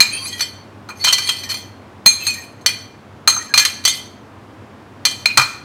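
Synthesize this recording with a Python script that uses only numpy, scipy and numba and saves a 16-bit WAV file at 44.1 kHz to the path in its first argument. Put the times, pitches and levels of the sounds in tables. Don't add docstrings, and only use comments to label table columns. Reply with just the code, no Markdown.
import sys
import numpy as np
from scipy import signal
from scipy.fft import rfft, irfft
from scipy.io import wavfile
from scipy.ndimage import uniform_filter1d
from numba import njit

SR = 44100
rng = np.random.default_rng(int(sys.argv[2]) if len(sys.argv) > 2 else 0)


def unload_audio(sound):
    columns = np.transpose(np.atleast_2d(sound))
    steps = np.round(np.clip(columns, -1, 1) * 32767)
    wavfile.write(sys.argv[1], SR, steps.astype(np.int16))


def elevation(decibels):
    levels = np.asarray(decibels, float)
    return 10 ** (levels / 20)


N = 249062
TIME_S = np.arange(N) / SR

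# (frequency [Hz], density [dB per Hz])
AIR_SHAPE = [(15, -69.5), (25, -31.5), (53, -32), (74, -12), (97, 7.5), (166, -15.5), (200, 0), (242, -2.5),
             (285, -1.5), (463, -8), (1040, -10), (2350, -21), (10700, -42), (16000, -48.5)]
AIR_DB, AIR_DRIFT_DB = -40.5, 0.3
# (frequency [Hz], width [Hz], level [dB])
FRIDGE_HUM = [(97.4, 5.9, -49.5), (140, 4.9, -54), (200.8, 16, -55), (276, 36, -57.5)]
# (frequency [Hz], t60 [s])
KITCHEN_DECAY = [(400, 0.13), (1200, 0.58), (3500, 0.5), (9000, 0.39), (15000, 0.43)]

# (frequency [Hz], level [dB], t60 [s])
THUD_MODES = [(131, -21, 0.2), (330, -27, .08), (520, -23, .07)]
THUD_S = 5.385

BOWL_HZ = [1122, 1320, 1870, 2410, 2465, 4125, 4185, 4340, 6392, 7475, 8300, 9030, 9750, 10260, 11600,
           13450, 14700]
# (relative level [dB], undamped t60 [s])
BOWL_RING = [(-27, 0.086), (-30.5, .15), (-26, 0.1), (2.5, 0.14), (-8, 0.15), (-11.5, 0.14), (6, 0.074),
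             (-16.5, 0.18), (2.5, 0.17), (-7.5, 0.2), (-10.5, 0.2), (-16.5, 0.14), (-6.5, 0.11),
             (-22.5, 0.078), (-12.5, 0.067), (-13.5, 0.11), (-19, .05)]
SPOON_HZ = [2003, 2080, 3107, 3252, 3500, 4446, 4628, 4845, 5355, 5965, 6010, 7690, 8850, 9640, 11700,
            13050]
# (relative level [dB], undamped t60 [s])
SPOON_RING = [(-11, 0.27), (-12.5, 0.29), (-5.5, 0.3), (-14, 0.43), (-11, 0.14), (4.5, 0.12),
              (-5.5, 0.1434), (-24.5, 0.085), (-9, 0.19), (-5.5, 0.12), (2.5, 0.082), (-7.5, 0.16),
              (-8, 0.099), (-10.5, 0.11), (-12, 0.09), (-13.5, 0.085)]
# (time [s], damping factor [1])
GRIP = [(0, 1.46), (2.001, 0.93), (2.249, 1.5), (3.2, 1.31), (5.24, 1.7), (5.36, 1.6)]

# (start [s], length [s], pressure [dB], spoon's share of ring [0-1], edge rasp [dB])
SCRAPES = [(0.049, 0.22, -30, .5, -6.5), (0.275, .14, -32, 0.3, 1.5), (.95, .1, -35.5, 0.3, -0.5),
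           (1.055, .06, -23.5, .6, 5.5), (1.127, 0.13, -26, .6, 1.5), (1.25, .12, -30.5, 0.7, 2.5),
           (1.379, .07, -30.5, 1, 3.5), (1.483, 0.031, -24.5, .7, 7), (1.536, 0.032, -35, 0.8, 3),
           (2.176, .13, -26.5, 0.3, 1), (2.315, 0.1, -31.5, 0, -0.5), (3.383, 0.12, -37, 0.2, 1),
           (3.531, .18, -33.5, 0.6, 4), (3.85, 0.042, -17, 0.9, 7.5), (3.899, 0.055, -32, 0.8, 4),
           (5.081, .16, -46, .7, 0), (5.255, 0.11, -43.5, 0, -4)]
PRESS_SHARE, LIFT_DB_PER_S = 0.37, 251.5
# (start [s], length [s], from [Hz], to [Hz], level [dB])
SINGING = [(0.113, 0.072, 2508, 2623, -31), (0.105, 0.11, 3133, 3220, -35.5),
           (0.203, 0.075, 9790, 9850, -33.5), (0.303, .07, 3250, 3235, -36.5),
           (1.422, 0.11, 1822, 1850, -43), (3.485, 0.047, 1704, 1613, -38.5),
           (3.86, .04, 3300, 3625, -22.5), (2.215, .06, 13500, 13600, -40.5), (0.094, 0.2, 4460, 4714, -35),
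           (0.118, 0.053, 9020, 9350, -27.5), (0.191, 0.1, 1054, 1100, -45),
           (0.301, 0.082, 1950, 1900, -40.5), (0.993, 0.13, 4410, 4400, -26.5),
           (1.07, 0.047, 3110, 3110, -17.5), (1.278, 0.038, 3270, 3170, -19),
           (1.49, 0.04, 4440, 4250, -24.5), (2.199, 0.046, 2635, 2590, -31),
           (2.265, 0.039, 4350, 4333, -21.5), (2.271, 0.047, 2500, 2472, -24.5),
           (2.334, 0.08, 1846, 1882, -40), (3.318, 0.074, 6350, 6310, -25), (3.32, 0.045, 4276, 4100, -29),
           (3.391, 0.031, 1853, 1898, -34.5), (3.587, 0.063, 1680, 1706, -27),
           (3.898, 0.033, 2110, 2072, -35.5), (5.292, 0.029, 2510, 2445, -23)]
SQUEAK_DB, SQUEAK_SHIFT, SQUEAK_S = -11, .012, .04

# (time [s], blow [dB], bowl ring above blow [dB], spoon ring above blow [dB],
# tilt from low to high bowl modes, by landing place [dB])
TAPS = [(0.0034, 6.5, -7, -29, -1), (0.025, -5, -10, -29.5, 1.5), (0.136, -24, -13.5, -30, -2),
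        (0.2538, -17, -7.5, -29, -3), (0.327, -21.5, -12, -39.5, 3.5), (0.3931, -9.5, -17, -25, -1),
        (0.407, -6.5, -14.5, -9.5, -4.5), (0.8884, -23.5, -9.5, -20, 2), (0.9032, -33, -10, -26.5, -20),
        (1.0404, -8.5, -9.5, -12, -1), (1.0459, -1, -11, -13, -0.5), (1.0679, -4.5, -11.5, -20, -1),
        (1.0814, -2.5, -10.5, -30, 2), (1.1096, -9.5, -14, -31.5, 1.5), (1.1255, -2, -26, -10, 5.5),
        (1.1311, 0.5, -14.5, -21.5, 0.5), (1.182, -3, -17.5, -22, -5.5), (1.272, -13.5, -8, -25.5, 2.5),
        (1.2899, 1, -18.5, -30.5, 3), (1.4346, -15.5, -13, -17.5, -5.5), (1.495, -14, -14.5, -13, -6.5),
        (1.5118, -8, -27, -30.5, -4.5), (1.5407, -10.5, -17.5, -17.5, -5.5), (2.056, -22, -6.5, -30, 0.5),
        (2.0607, 4, -4, -32, 2.5), (2.2053, -17.5, -14.5, -32, 6.5), (2.2671, -6.5, -9.5, -26, 8),
        (2.3363, -23, -8, -26, 9), (2.61, -37.5, -13, -20, 8), (2.6615, 1.5, -16.5, -11.5, -4),
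        (2.6893, -14.5, -15.5, -11, -16.5), (3.275, 2, -7, -21, 5), (3.2972, -4, -13, -18, 2.5),
        (3.3645, -19.5, -12.5, -22.5, 2.5), (3.539, 0.5, -8.5, -34.5, -2.5), (3.5581, -9, -12, -18.5, -5),
        (3.5759, 5, -13.5, -15, 4.5), (3.595, -3.5, -5, -14, 2), (3.6231, -8.5, -17, -32, -5),
        (3.6501, 2.5, -16.5, -23, 5), (3.839, -24, -7, -11.5, 1.5), (3.8514, -2, -22.5, -8, 13),
        (3.876, -4, -11, -17.5, 9.5), (5.0519, 2.5, -13, -15.5, 0.5), (5.0679, -9, -16, -16, -9.5),
        (5.109, -16, -11.5, -28, 8), (5.257, -1, -6, -37, -5.5), (5.3731, 9, -16, -20.5, -4.5),
        (5.3956, -3, -9.5, -31, -5), (5.4143, -6.5, -10.5, -17.5, -12)]
LOW_DB, HIGH_DB, KNOCK_DB = -6.5, -8, -27.5
# (frequency [Hz], density [dB per Hz])
CRACK_SHAPE = [(300, -33), (800, -25), (1200, -2.5), (2500, 4.5), (5000, 5), (9500, -2.5), (10900, -28.5),
               (12000, -9.5), (14500, -14.5), (16000, -23.5)]
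# (frequency [Hz], density [dB per Hz])
KNOCK_SHAPE = [(300, -25), (800, -4.5), (1100, 4), (1300, 6), (1700, -7.5), (3000, -32.5)]
# (time [s], knock level [dB])
JOLTS = [(0.8898, -26), (1.0694, -17.5), (3.276, -14.5), (3.3636, -22.5), (3.539, -17), (5.3745, -4.5),
         (5.3942, -13.5), (5.4149, -16.5)]


def unit(x):
    return x / np.sqrt(np.mean(x ** 2))


def along_hz(hz, table):
    points = np.array(table, float)
    return np.interp(np.log(np.maximum(hz, 1)), np.log(points[:, 0]), points[:, 1])


def coloured(count, shape):
    hz = np.arange(count // 2 + 1) * SR / count
    white = rfft(rng.standard_normal(count))
    return unit(irfft(white * elevation(along_hz(hz, shape)), count))


def walk(rate_hz):
    k = int(SR / rate_hz)
    steps = np.repeat(rng.standard_normal(N // k + 1), k)
    return unit(uniform_filter1d(steps, k)[:N])


@njit
def ring(force, pole):
    out, z = np.empty(len(force)), 0j
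    for i in range(len(force)):
        z = z * pole[i] + force[i] + 1e-18
        out[i] = z.imag
    return out


def mode(force, hz, t60_s):
    return ring(force, np.exp((2j * np.pi * hz - np.log(1000) / t60_s) / SR))


def air():
    return elevation(AIR_DB + AIR_DRIFT_DB * walk(4.214)) * coloured(N, AIR_SHAPE)


def fridge():
    hum = 0
    for hz, width_hz, db in FRIDGE_HUM:
        tone = mode(rng.standard_normal(N), np.full(N, 1. * hz), 1.9 / width_hz)
        hum = hum + elevation(db) * unit(tone)
    return hum


def kitchen(x, gap_s=0.002):
    t = np.arange(SR // 2) / SR
    tail = 0
    for hz in 250 * 2 ** np.arange(0, 6.1, .5):
        band = signal.butter(2, [hz / 2 ** .25, hz * 2 ** .25], "bandpass", fs=SR, output="sos")
        noise = signal.sosfilt(band, rng.standard_normal(len(t)))
        tail = tail + noise * np.exp(-np.log(1000) * t / along_hz(hz, KITCHEN_DECAY))
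    tail = tail * np.clip(t / gap_s - 1, 0, 1)
    return signal.fftconvolve(x, tail / np.sqrt(np.sum(tail ** 2)))[:N]


def thud():
    kick = 1. * (np.arange(N) == int(THUD_S * SR))
    return sum(mode(elevation(db) * kick, np.full(N, 1. * hz), t60_s) for hz, db, t60_s in THUD_MODES)


def squeaks(count=3):
    modes_hz, rows = np.array(BOWL_HZ[2:] + SPOON_HZ), []
    chances = rng.random((len(SCRAPES), count, 4))
    for (start_s, length_s, db, *_), chance in zip(SCRAPES, chances):
        for when, which, first, last in chance:
            shift = SQUEAK_SHIFT * (2 * np.array([first, last]) - 1)
            hz = modes_hz[int(which * len(modes_hz))] * (1 + shift)
            level_db = db + SQUEAK_DB - 2.8 * np.log2(hz[0] / 2000)
            rows.append((start_s + when * length_s, SQUEAK_S, *hz, level_db))
    return rows


def singing(t60_s=0.044, locked_gain=0.51, random_gain=5.0):
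    out = np.zeros(N + SR)
    t = np.arange(SR // 2) / SR
    for start_s, length_s, from_hz, to_hz, db in SINGING + squeaks():
        hz = np.interp(t, [0, length_s], [from_hz, to_hz])
        push = np.sqrt(np.clip(np.sin(np.pi * np.minimum(t / length_s, 1)), 0, 1))
        locked = np.sin(2 * np.pi * np.cumsum(hz) / SR)
        force = push * (locked_gain * locked + random_gain * rng.standard_normal(len(t)))
        tone = mode(force, hz, t60_s)
        i = int(start_s * SR)
        out[i:i + len(t)] += elevation(db) * tone / np.sqrt(np.mean(tone[:int(length_s * SR)] ** 2))
    return out[:N]


def drag(slips_per_s=2200., grit_db=2.2):
    pressure, spoon_part, rasp = np.full((3, N), 1e-9)
    for start_s, length_s, db, mix, rasp_db in SCRAPES:
        lean = np.clip((TIME_S - start_s) / (PRESS_SHARE * length_s), 0, 1)
        lift_db = LIFT_DB_PER_S * np.maximum(TIME_S - start_s - length_s, 0)
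        stroke = lean * elevation(db - lift_db)
        pressure = pressure + stroke
        spoon_part = spoon_part + mix * stroke
        rasp = rasp + elevation(rasp_db) * stroke
    happens = rng.random(N) < slips_per_s / SR
    slips = happens * rng.standard_normal(N) * elevation(grit_db * rng.exponential(size=N))
    friction = unit(slips) * pressure * elevation(2.5 * walk(60.))
    return friction, np.clip(spoon_part / pressure, 0, 1), pressure, rasp / pressure


def chatter(decay_ms):
    fade = np.exp(-1000 * np.arange(1024) / SR / decay_ms)
    rattle = rng.standard_normal(1024)
    for _ in range(4):
        spectrum = rfft(rattle * fade ** .5)
        rattle = irfft(spectrum / np.abs(spectrum))
    return rattle


def burst(shape, t60_s):
    t = np.arange(4096) / SR
    return coloured(4096, shape) * np.exp(-np.log(1000) * t / t60_s)


def taps(pressed, base_ms):
    low, mid, high, spoon, cracks = np.zeros((5, N + 8192))
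    for time_s, blow_db, bowl_db, spoon_db, tilt_db in TAPS:
        i = int(time_s * SR)
        light = np.clip(-blow_db / 20, 0, 1)
        force = elevation(blow_db) * chatter(base_ms * (1 + 2.3 * light + 1.2 * pressed[i]))
        span = slice(i, i + len(force))
        low[span] += elevation(bowl_db + LOW_DB - tilt_db) * force
        mid[span] += elevation(bowl_db) * force
        high[span] += elevation(bowl_db + HIGH_DB + tilt_db) * force
        spoon[span] += elevation(spoon_db) * force
        crack = elevation(-11.5 - 11.0 * light) * burst(CRACK_SHAPE, 0.035)
        body = crack + elevation(KNOCK_DB) * burst(KNOCK_SHAPE, 0.089)
        cracks[i:i + len(body) + len(force) - 1] += signal.fftconvolve(force, body)
    return low[:N], mid[:N], high[:N], spoon[:N], cracks[:N]


def jolts(chatter_ms):
    out = np.zeros(N + 8192)
    for time_s, db in JOLTS:
        knock = signal.fftconvolve(chatter(chatter_ms), burst(KNOCK_SHAPE, 0.099))
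        i = int(time_s * SR)
        out[i:i + len(knock)] += elevation(db) * knock
    return out[:N]


def grip_damping():
    since_s, factor = np.transpose(GRIP)
    return factor[np.maximum(np.searchsorted(since_s, TIME_S) - 1, 0)]


def contacts():
    chatter_ms, firm_db = 3., -30
    bowl_rub_db, spoon_rub_db, hiss_db = -38.5, -36.5, -35.0
    patchy_db, shimmer_db = 4.5, 3.0
    friction, share, pressure, rasp = drag()
    pressed = np.tanh(pressure / elevation(firm_db))
    detune = 0.0019 + .005 * pressed
    low, mid, high, spoon, cracks = taps(pressed, chatter_ms)
    hiss = signal.fftconvolve(friction * rasp, burst(CRACK_SHAPE, .025))[:N]
    out = cracks + jolts(chatter_ms) + elevation(hiss_db) * hiss
    damping = grip_damping()
    bowl_rub = elevation(bowl_rub_db) * np.sqrt(1 - share)
    spoon_rub = elevation(spoon_rub_db) * np.sqrt(share)
    for k, (hz, (db, t60_s)) in enumerate(zip(BOWL_HZ + SPOON_HZ, BOWL_RING + SPOON_RING)):
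        if k < len(BOWL_RING):
            blows, rub = low if hz < 3000 else high if hz > 5000 else mid, bowl_rub
        else:
            blows, rub = spoon, spoon_rub
        reach_db = patchy_db * walk(20.) + shimmer_db * (hz > 8500)
        force = blows + rub * friction * elevation(reach_db)
        out += elevation(db) * mode(force, hz * (1 + detune * walk(18.0)), t60_s / damping)
    return out


def scene():
    background = air() + fridge()
    small = signal.butter(2, 700., "highpass", fs=SR, output="sos")
    near = signal.sosfilt(small, contacts() + singing()) + thud()
    return (near + elevation(-11.0) * kitchen(near) + background)[None]


def top_cut(x):
    return signal.sosfilt(signal.butter(12, 16200, fs=SR, output="sos"), x)


def record(dry):
    bass_cut = signal.butter(2, 55., "highpass", fs=SR, output="sos")
    mic = signal.sosfilt(bass_cut, dry)
    return top_cut(np.clip(mic, -1, 1))


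dry = scene()
out = record(dry)
unload_audio(out)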